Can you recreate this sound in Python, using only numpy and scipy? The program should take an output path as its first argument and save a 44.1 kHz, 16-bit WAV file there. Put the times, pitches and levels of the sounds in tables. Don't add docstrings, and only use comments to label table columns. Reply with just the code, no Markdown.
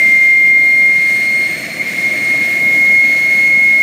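import sys
import numpy as np
from scipy import signal
from scipy.fft import rfft, irfft
from scipy.io import wavfile

SR = 44100
rng = np.random.default_rng(int(sys.argv[2]) if len(sys.argv) > 2 else 0)


def transcribe(u):
    v = np.clip(np.atleast_2d(u).T, -1, 1)
    q = np.round(v * 32767).astype(np.int16)
    wavfile.write(sys.argv[1], SR, q)


N = 168462


def from_db(db):
    return 10 ** (np.asarray(db) / 20)


def rms_one(x):
    return x / np.sqrt(np.mean(np.abs(x) ** 2) + 1e-20)


def in_time(rows, axis=1):
    columns = np.transpose(rows)
    return np.interp(np.arange(N) / SR, columns[0], columns[axis])


def drift(rate_hz):
    step = 40
    pole = np.exp(-2 * np.pi * rate_hz * step / SR)
    warm_up = 2000
    noise = rng.standard_normal(N // step + 2 + warm_up)
    slow = signal.lfilter([1], [1, -2 * pole, pole * pole], noise)[warm_up:]
    return np.interp(np.arange(N) / step, np.arange(len(slow)), rms_one(slow))


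def scatter(spread_hz):
    return rms_one(drift(spread_hz) + 1j * drift(spread_hz))


def turbulence(spectrum, flicker_db):
    points_hz, colour_db = np.transpose(spectrum)
    hz = np.maximum(np.fft.rfftfreq(N, 1 / SR), 1)
    low_skirt = np.minimum(hz / points_hz[0], 1) ** 6
    high_skirt = np.minimum(points_hz[-1] / hz, 1) ** 6
    colour = from_db(np.interp(np.log(hz), np.log(points_hz), colour_db))
    noise = rfft(rng.standard_normal(N)) * low_skirt * high_skirt * colour

    octave = np.clip(np.log2(hz), 6, 14)
    together = drift(4)
    out = 0
    for k in range(6, 15):
        band = irfft(noise * np.maximum(1 - np.abs(octave - k), 0), N)
        out = out + band * from_db(flicker_db * (together + drift(13)))
    return rms_one(out)


def intake():
    # [f/Hz, level per Hz/dB]
    hiss_colour = [(1300, -22.5), (1550, -19), (1800, -8), (1970, -9), (2050, -2.5), (2250, -2.5),
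                   (2310, -5), (2380, -5.5), (2550, -15.5), (2850, -17.5), (3200, -22), (3900, -20),
                   (4400, -20.5), (4700, -25.5), (5300, -22.5), (6000, -26), (7200, -24.5), (7900, -29.5),
                   (9000, -23.5), (10000, -30.5), (12500, -32), (14000, -28), (15200, -34)]
    # [t/s, level/dB]
    hiss_level = [(0.03, -39), (0.49, -42.5), (1.32, -39.5), (2.56, -38), (2.93, -39.5), (3.38, -39.5),
                  (3.62, -41), (3.78, -40)]
    lift_db = 13.5
    return from_db(lift_db + in_time(hiss_level)) * turbulence(hiss_colour, flicker_db=0.76)


def exhaust():
    # [f/Hz, level per Hz/dB]
    roar_colour = [(25, -40.5), (45, -38), (75, -21), (105, -9), (165, -1), (320, -1.6), (410, -9),
                   (470, -9.5), (525, -4.5), (565, -9.5), (625, -1.7), (725, -6), (780, -15.5), (960, -20),
                   (1150, -14.5), (1400, -20)]
    # [t/s, level/dB]
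    roar_level = [(0.03, -31), (0.08, -31), (0.18, -35.5), (2.43, -29), (2.52, -31.5), (2.63, -28.5),
                  (2.94, -30), (2.97, -33), (3.18, -30.5), (3.28, -33), (3.3, -31), (3.78, -31.5)]
    return from_db(in_time(roar_level)) * turbulence(roar_colour, flicker_db=0.15)


def overtones(blades):
    # [t/s, level/dB of multiple 2, of 3, of 4, of 5, of 6, of 7]
    overtone_levels = [(0, -47, -52, -43, -61, -48, -55), (0.25, -46, -51.5, -51.5, -62, -52, -60),
                       (0.45, -48, -61, -50.5, -51, -57, -56), (0.7, -39.5, -60.5, -48.5, -66, -48, -54),
                       (0.9, -42.5, -56, -50, -62, -56, -59), (1.15, -38.5, -50, -44, -54, -48, -60),
                       (1.4, -35, -51, -42.5, -59, -50, -49), (1.6, -36, -46.5, -43, -66, -48, -53),
                       (1.85, -41, -51, -59, -69, -52, -55), (2.0, -45, -52, -54, -70, -56, -52),
                       (2.2, -38, -49, -44, -60, -53, -55), (2.45, -41.5, -53, -50, -62, -53, -55),
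                       (2.7, -51, -53.5, -65, -66, -46, -50), (2.95, -42, -47.5, -54, -59, -47.5, -60),
                       (3.2, -35.5, -48, -52, -62, -49, -64), (3.45, -39.5, -45, -50, -63, -50, -61),
                       (3.75, -46.5, -53.5, -50, -67, -51, -61)]
    lift_db = 0.5
    flutter_db, flutter_hz = -9, 25.2
    rasp_db, rasp_hz = -10, 160
    out = 0
    for column in range(1, len(overtone_levels[0])):
        halo = from_db(flutter_db) * scatter(flutter_hz) + from_db(rasp_db) * scatter(rasp_hz)
        gain = from_db(lift_db + in_time(overtone_levels, axis=column))
        multiple = blades ** (column + 1)
        out = out + gain * rms_one(1 + halo) * multiple
    return np.sqrt(2) * out.real


def blade_wave():
    # [t/s, f/Hz]
    blade_rate = [(0, 2110), (0.5, 2118), (1.05, 2128), (1.4, 2135), (2.3, 2146.2), (3.0, 2153),
                  (3.82, 2161)]
    turns = np.cumsum(in_time(blade_rate)) / SR
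    return np.exp(2j * np.pi * turns)


def whine(blades):
    # [t/s, level/dB]
    whine_level = [(0, -9.0), (0.05, -8), (0.52, -7.4), (0.62, -9.1), (0.85, -8), (1.15, -13),
                   (1.44, -13.5), (1.47, -15), (1.485, -29), (1.5, -16.1), (1.545, -20), (1.57, -38),
                   (1.79, -28), (1.8, -17.5), (1.817, -14.5), (1.825, -31), (1.87, -17.5), (1.91, -25),
                   (1.97, -18), (2.078, -13), (2.095, -21.3), (2.115, -15), (2.2, -18), (2.32, -11.5),
                   (2.42, -14), (2.445, -17), (2.48, -15.5), (2.65, -11.5), (2.88, -8.5), (3.02, -8),
                   (3.18, -12.5), (3.48, -8.5), (3.8, -8.5)]
    flutter_db, flutter_hz = -29.5, 28.2
    rasp_db, rasp_hz = -28.5, 111
    strength_share = 0.83
    halo = from_db(flutter_db) * scatter(flutter_hz) + from_db(rasp_db) * scatter(rasp_hz)
    halo = strength_share * halo.real + 1j * halo.imag
    direct = from_db(in_time(whine_level))
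    return np.sqrt(2) * ((direct + halo) * blades).real


def scene():
    blades = blade_wave()
    mix = intake() + exhaust() + overtones(blades) + whine(blades)
    return mix[None]


def record(dry):
    dip_hz, dip_width_hz = 11170, 1200
    cutoff_hz = 15500
    dip_edges = [dip_hz - dip_width_hz / 2, dip_hz + dip_width_hz / 2]
    dip = signal.butter(2, dip_edges, "bandstop", fs=SR, output="sos")
    top_cut = signal.ellip(10, 0.1, 90, cutoff_hz, fs=SR, output="sos")
    return signal.sosfilt(top_cut, signal.sosfilt(dip, dry))


dry = scene()
out = record(dry)
transcribe(out)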